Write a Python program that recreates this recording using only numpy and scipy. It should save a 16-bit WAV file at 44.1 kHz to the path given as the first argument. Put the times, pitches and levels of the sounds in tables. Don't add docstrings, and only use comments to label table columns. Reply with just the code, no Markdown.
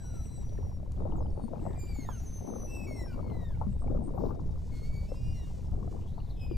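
import sys
import numpy as np
from scipy import signal
from scipy.fft import rfft, irfft, next_fast_len
from scipy.io import wavfile
from scipy.ndimage import uniform_filter1d

SR = 44100
rng = np.random.default_rng(int(sys.argv[2]) if len(sys.argv) > 2 else 0)


def transcribe(u):
    v = np.clip(np.atleast_2d(u).T, -1, 1)
    q = np.round(v * 32767).astype(np.int16)
    wavfile.write(sys.argv[1], SR, q)


N = 289727
TIME = np.arange(N) / SR
CONVERTER_HZ = 16000


def undb(db):
    return 10 ** (np.asarray(db) / 20)


def unit(x):
    return x / np.sqrt(np.mean(x ** 2))


def curves(rows):
    times, *columns = np.transpose(rows)
    return [np.interp(TIME, times, column) for column in columns]


def gate(rows, fade_s=0.0053):
    return np.clip(np.minimum(TIME - rows[0][0], rows[-1][0] - TIME) / fade_s + 1, 0, 1)


def colour(x, points):
    size = next_fast_len(N)
    hz, db = np.transpose(points)
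    bins = np.maximum(np.fft.rfftfreq(size, 1 / SR), 1)
    gain = undb(np.interp(np.log(bins), np.log(hz), db))
    return unit(irfft(rfft(x, size) * gain, size)[..., :N])


def filtered(x, order, hz, kind="low"):
    return signal.sosfilt(signal.butter(order, hz, kind, fs=SR, output="sos"), x)


def wander(rate):
    hold = max(int(SR / rate), 1)
    steps = np.repeat(rng.standard_normal(N // hold + 1), hold)
    return unit(uniform_filter1d(steps, hold)[:N])


def phase_of(hz):
    return 2 * np.pi * np.cumsum(hz) / SR


def hoarse(phase, width_hz):
    return unit(wander(width_hz) * np.sin(phase) + wander(width_hz) * np.cos(phase))


def decay(t, t60):
    return np.exp(-np.log(1000) * t / t60)


def bubble(hz, t60, glide=0.19):
    t = np.arange(int(t60 * SR)) / SR
    return np.sin(phase_of(hz * (1 + glide * t / t60))) * decay(t, t60)


def add(out, start_s, sound):
    start = max(int(start_s * SR), 0)
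    part = sound[..., :max(N - start, 0)]
    out[..., start:start + part.shape[-1]] += part


# time in seconds, level in dB.
HISS_LEVEL = [(0, -67.5), (1.2, -74.5), (2, -66), (3.8, -72.5)]
# frequency in Hz, relative level in dB.
HISS_EQ = [(900, -2.5), (2100, -1.5), (3200, -7), (4000, -5.5), (6300, -7), (15000, -16)]


def noise_floor(whine_hz=3741, whine_db=-89):
    hiss = colour(rng.standard_normal(N), HISS_EQ) * undb(curves(HISS_LEVEL)[0] + wander(22))
    whine = hoarse(2 * np.pi * whine_hz * TIME, width_hz=20) * undb(whine_db)
    return hiss + whine


# time in seconds, level in dB.
RUMBLE_LEVEL = [(0, -36.5), (1.1, -34), (2.2, -36.5), (3.48, -37), (3.56, -31), (4.5, -34), (6.25, -35.5),
                (6.5, -32.5)]
# frequency in Hz, relative level in dB.
RUMBLE_EQ = [(8, 3), (85, 1), (170, -8.5), (320, -31.5), (900, -45), (1700, -78)]


def rumble(crossover_hz=170, apart_db=-9, surge_db=2.0, lean_db=1):
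    shared = filtered(colour(rng.standard_normal(N), RUMBLE_EQ), 2, crossover_hz)
    apart = colour(rng.standard_normal((2, N)), RUMBLE_EQ)
    eddies = filtered(apart, 2, crossover_hz, "high")[::-1]
    lean_left = undb([[lean_db / 2], [-lean_db / 2]])
    sides = (shared + undb(apart_db) * apart + eddies) * lean_left
    return sides * undb(curves(RUMBLE_LEVEL)[0] + surge_db * wander(9))


# frequency in Hz, relative gain in dB.
SWARM_EQ = [(90, -8.5), (220, -5.5), (700, -7), (1200, -13), (1650, 5)]


def swarm(count=2400, low_hz=170, high_hz=1200, cycles=20, spread_db=2.9):
    out = np.zeros(N)
    for when, pitch, weakness in rng.random((count, 3)):
        hz = low_hz * (high_hz / low_hz) ** pitch
        gain = undb(-spread_db * np.log(weakness + 0.0035))
        add(out, when * N / SR, gain * bubble(hz, cycles / hz))
    return colour(out, SWARM_EQ)


# start in seconds, length in seconds, level in dB before panning.
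SURGES = [(0.959, 0.24, -40.5), (1.336, 0.38, -44.5), (1.614, 0.018, -48.5), (2.392, 0.19, -41.5),
          (2.694, 0.34, -45), (3.113, 0.23, -41.5), (3.791, 0.31, -41), (4.137, 0.13, -37),
          (5.71, 0.28, -47.5)]


def slosh(calm_db=-52.5, attack_s=0.046, release_s=0.11, left_db=4, right_db=-5, muffle_hz=1280):
    power = undb(calm_db) ** 2
    for start, length, db in SURGES:
        swell = np.clip((TIME - start) / attack_s, 0, 1)
        ebb = np.exp(-np.maximum(TIME - start - length, 0) / release_s)
        power = power + (undb(db) * swell * ebb) ** 2
    sides = np.array([swarm() * undb(left_db), swarm() * undb(right_db)])
    return filtered(sides * np.sqrt(power), 10, muffle_hz)


# start in seconds, pitch in Hz, level in dB, side of the housing.
GLUGS = [(0.587, 402, -32, "left"), (1.0529, 573, -23, "left"), (1.122, 873, -28, "left"),
         (1.204, 830, -32.5, "left"), (1.3755, 537, -26.5, "left"), (1.4388, 217, -21, "left"),
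         (1.5341, 642, -21.5, "left"), (1.652, 710, -27.5, "left"), (1.664, 642, -21.5, "left"),
         (1.986, 262, -28, "left"), (2.088, 931, -22, "right"), (2.563, 222, -27, "left"),
         (3.613, 845, -20.5, "left"), (3.668, 189, -18, "left"), (3.9054, 473, -24, "left"),
         (3.947, 523, -25.5, "left"), (3.988, 224, -24.5, "left"), (4.177, 752, -24.5, "left"),
         (4.21, 865, -34, "left"), (4.237, 450, -20, "left"), (4.268, 230, -23.5, "left"),
         (4.307, 1124, -29.5, "left"), (5.118, 501, -25, "left"), (6.179, 826, -31, "left"),
         (6.5117, 330, -23, "left")]


def glugs(t60_at_300_hz=0.072, damping_power=1.27, churn_db=-14, churn_t60=0.12, far_side_db=-20):
    out, t = np.zeros((2, N)), TIME[:SR // 4]
    for start, hz, db, side in GLUGS:
        pan = undb([db, db + far_side_db] if side == "left" else [db + far_side_db, db])
        plop = bubble(hz, t60_at_300_hz * (300 / hz) ** damping_power)
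        churn = hoarse(2 * np.pi * hz * TIME, width_hz=hz)[:len(t)] * decay(t, churn_t60)
        add(out, start, np.outer(pan, plop))
        add(out, start, np.outer(pan, undb(churn_db) * churn))
    return filtered(out, 10, hz=1400)


# start in seconds, pitch in Hz, peak level in dB.
PIPS = [(0.578, 1760, -54), (1.555, 2410, -62.5), (3.549, 2200, -57.5), (3.875, 2230, -57),
        (6.203, 2830, -56)]


def pips(t60=0.03, tick_count=45, low_hz=1700, high_hz=5500, tick_db=-57):
    out = np.zeros(N)
    for start, hz, db in PIPS:
        add(out, start, bubble(hz, t60) * undb(db))
    for when, pitch, strength in rng.random((tick_count, 3)):
        hz = low_hz * (high_hz / low_hz) ** pitch
        add(out, when * N / SR, bubble(hz, t60 / 2) * strength * undb(tick_db))
    return out


def reverberation(calls, t60=0.85, wet_db=-17, echo_s=0.014, echo_db=-11):
    t = TIME[:SR // 2]
    scatter = rng.standard_normal(len(t)) * decay(t, t60)
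    tail = signal.fftconvolve(calls, scatter / np.linalg.norm(scatter))[:N]
    echo = -np.interp(TIME - echo_s, TIME, calls, left=0)
    return calls + undb(echo_db) * echo + undb(wet_db) * tail


def converter(calls, image_db=-14, smoothing_hz=12000):
    image = 2 * calls * np.cos(2 * np.pi * CONVERTER_HZ * TIME)
    return calls + undb(image_db) * filtered(image, 2, smoothing_hz)


# start in seconds, length in seconds.
CREAKS = [(4.169, 0.16), (4.342, 0.018), (4.4, 0.019), (4.457, 0.027), (4.504, 0.028), (4.577, 0.023),
          (4.637, 0.062)]


def creaks(rate_hz=690, centre_hz=5600, width_hz=1500, jitter=0.014, spread=0.16, sag_per_s=0.31):
    out = np.zeros(N)
    for (start, length), chance in zip(CREAKS, rng.random(len(CREAKS))):
        size = int(length * SR)
        bend = 1 + spread * (chance - 0.5) + jitter * wander(100) - sag_per_s * TIME
        phase = phase_of(rate_hz * bend[:size])
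        spurt = sum(np.cos(k * phase) / (1 + ((k * rate_hz - centre_hz) / width_hz) ** 2)
                    for k in range(2, 14))
        add(out, start, unit(spurt) * signal.windows.tukey(size) * undb(-73))
    return out


# time in seconds, centre in Hz, level in dB.
RASP = [(6.01, 2623, -74), (6.17, 4340, -74.5), (6.33, 3920, -72), (6.4, 3250, -69), (6.57, 2780, -75)]


def rasp(width_hz=900, wobble=0.046, grain_db=3):
    hz, db = curves(RASP)
    band = hoarse(phase_of(hz * (1 + wobble * wander(120))), width_hz)
    return band * undb(db + grain_db * wander(120)) * gate(RASP)


# start and length in seconds, centre and width in Hz, level in dB.
SQUEAKS = [(0.491, 0.0088, 4070, 2000, -63), (0.917, 0.0083, 6370, 7500, -59.5),
           (1.598, 0.24, 1934, 604, -68), (1.578, 0.2, 7850, 600, -70.5), (3.69, 0.073, 8030, 1240, -72.5),
           (3.784, 0.062, 8440, 1210, -69), (4.018, 0.078, 8700, 500, -66)]


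def squeaks():
    out = np.zeros(N)
    for start, length, centre_hz, width_hz, db in SQUEAKS:
        size = int(length * SR)
        band = hoarse(2 * np.pi * centre_hz * TIME, width_hz)[:size]
        add(out, start, band * np.sqrt(np.hanning(size)) * undb(db))
    return out


# time in seconds, clicks per second, level in dB.
BUZZ = [(4.73, 490, -67.5), (4.95, 450, -69.5), (5.35, 610, -69), (5.62, 470, -67.5), (5.72, 69, -77),
        (5.8, 560, -74.5), (6.0, 600, -71), (6.1, 77, -78)]
# frequency in Hz, relative gain in dB.
CLICK_EQ = [(1500, -16.5), (6500, -13), (8500, -17), (10000, -28)]


def buzz(jitter=0.012, scatter_s=0.0007, scatter_db=-5, throb_db=2):
    rate, db = curves(BUZZ)
    cycles = np.cumsum(rate * (1 + jitter * wander(120))) / SR
    direct = unit(np.sinc((cycles - np.round(cycles)) * SR / rate))
    since_click_s = (cycles % 1) / rate
    scatter = unit(rng.standard_normal(N) * np.exp(-since_click_s / scatter_s))
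    clicks = (direct + undb(scatter_db) * scatter) / np.sqrt(rate)
    return colour(clicks, CLICK_EQ) * undb(db + throb_db * wander(30)) * gate(BUZZ, fade_s=0.24)


def flicks(rows):
    rise, height = np.zeros(N), np.zeros(N)
    for start, length, rise_hz in rows:
        arch = np.sin(np.pi * np.clip((TIME - start) / length, 0, 1))
        rise += rise_hz * arch
        height += arch
    return rise, height


# centre in Hz, width in Hz, boost in dB.
RESONANCES = [(8300, 1600, 8), (14300, 900, 14)]


def whistle(contour, second_db, upper_db, tremor_hz, flick_rows=(), waver_hz=9, swell_db=2.2,
            flutter_db=1.5, fading_db=3.0, rolloff_db=2.5, ceiling_hz=9500, thinning_db=11):
    hz, db = curves(contour)
    rise_hz, arch = flicks(flick_rows)
    hz = uniform_filter1d(hz + rise_hz, SR // 200) + waver_hz * wander(24)
    leap_per_s = np.gradient(np.log(hz)) * SR
    steadiness = 1 / (1 + (leap_per_s / 7) ** 2)
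    break_hz = 0.0276 * hz * (1 - steadiness)
    hz = hz + (tremor_hz + break_hz) * wander(230)
    db = db + swell_db * wander(24) + flutter_db * wander(160)
    envelope = gate(contour) * np.sqrt(steadiness) * undb(db)
    on = envelope > 0
    phase, out = phase_of(hz[on]), np.zeros(N)
    out[on] = np.sin(phase) * undb(-thinning_db * arch[on])
    for k in range(2, 7):
        overtone_hz = k * hz[on]
        top_cut = 1 + (overtone_hz / ceiling_hz) ** 10
        gain = undb(second_db) if k == 2 else undb(upper_db - rolloff_db * (k - 0.5)) / top_cut
        lift_db = sum(boost_db * np.exp(-((overtone_hz - centre) / width) ** 2)
                      for centre, width, boost_db in RESONANCES)
        shimmer = undb(lift_db + fading_db * wander(25)[on])
        out[on] += gain * steadiness[on] ** 2 * shimmer * np.sin(k * phase) * (overtone_hz < CONVERTER_HZ)
    return out * envelope


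# time in seconds, pitch in Hz, level in dB.
HELD = [(0.0, 5790, -64.5), (0.23, 5870, -58), (0.35, 5810, -64), (0.52, 5830, -66), (0.77, 5590, -70)]
TRILL = [(0.0, 3930, -69.5), (0.33, 4015, -68.5), (0.43, 3840, -72)]
LOW_GLIDE = [(0.0, 1604, -66), (0.23, 1262, -67.5)]
CHIRP = [(1.165, 7700, -62), (1.195, 6370, -63), (1.215, 5220, -74), (1.31, 4500, -78.5), (1.49, 4430, -78)]
FIRST_FALL = [(1.76, 2400, -69), (1.9, 2355, -60), (2.04, 2115, -61), (2.055, 1905, -65),
              (2.14, 1483, -57.5), (2.2, 1280, -68)]
WARBLE = [(1.775, 8000, -63), (1.794, 7240, -54.5), (1.95, 7140, -60), (2.02, 6400, -58.5),
          (2.3, 6235, -52), (2.57, 6180, -56), (2.62, 6010, -51.5), (2.78, 5760, -60.5)]
COMPANION = [(2.17, 6200, -81), (2.19, 5850, -61.5), (2.55, 5880, -64), (2.7, 5690, -69), (2.94, 5560, -59),
             (3.07, 5510, -56.5), (3.12, 5200, -77)]
SECOND_FALL = [(2.675, 2640, -66), (2.72, 2692, -52.5), (2.86, 2570, -52), (2.873, 2280, -52.5),
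               (3.05, 1935, -57.5), (3.06, 1636, -61), (3.14, 1406, -56.5)]
SWOOP = [(2.96, 8300, -62), (3.03, 6750, -65)]
THIRD_FALL = [(3.08, 2430, -66), (3.2, 2280, -76), (3.28, 2145, -66), (3.35, 2020, -61.5),
              (3.49, 1790, -65), (3.57, 1380, -66)]
THIN_RISE = [(4.15, 14300, -71), (4.31, 15000, -72)]
RISE = [(4.72, 2170, -65.5), (4.82, 2126, -63), (4.88, 2256, -59.5), (5.068, 2270, -62), (5.08, 2630, -74),
        (5.22, 2817, -66), (5.5, 2814, -72)]
ANSWER = [(5.16, 2500, -69), (5.335, 2420, -68.5), (5.35, 2110, -69.5), (5.45, 1820, -67.5)]
LAST_CALL = [(6.37, 2610, -69), (6.42, 2580, -58), (6.57, 2365, -67)]
# start in seconds, length in seconds, rise in Hz.
WARBLE_FLICKS = [(1.865, 0.084, 725), (2.047, 0.077, 386), (2.198, 0.071, 502)]
PURE = (-19.5, -30)
CLEAR, ROUGH = 8, 28
# shape, second harmonic in dB, upper harmonics in dB before
# roll-off, pitch tremor in Hz.
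WHISTLES = [(HELD, *PURE, CLEAR), (TRILL, -2.4, -11, ROUGH), (LOW_GLIDE, -13, -15.5, ROUGH),
            (COMPANION, *PURE, CLEAR), (FIRST_FALL, -4, -18, CLEAR), (SWOOP, *PURE, ROUGH),
            (THIRD_FALL, -6, -18, CLEAR), (THIN_RISE, *PURE, ROUGH), (ANSWER, 0, -11, CLEAR),
            (LAST_CALL, -3, -17, CLEAR), (CHIRP, -7, -14, ROUGH), (SECOND_FALL, -13, -12, CLEAR),
            (RISE, -1.5, -9, CLEAR)]


def whistle_chorus():
    warble = whistle(WARBLE, *PURE, CLEAR, flick_rows=WARBLE_FLICKS)
    return warble + sum(whistle(*voice) for voice in WHISTLES)


def scene():
    calls = whistle_chorus() + buzz() + creaks() + rasp() + squeaks()
    whales = converter(reverberation(calls))
    return whales + noise_floor() + rumble() + slosh() + glugs() + pips()


def record(dry, top_hz=15050):
    return signal.sosfilt(signal.ellip(10, 0.2, 80, top_hz, fs=SR, output="sos"), dry)


dry = scene()
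out = record(dry)
transcribe(out)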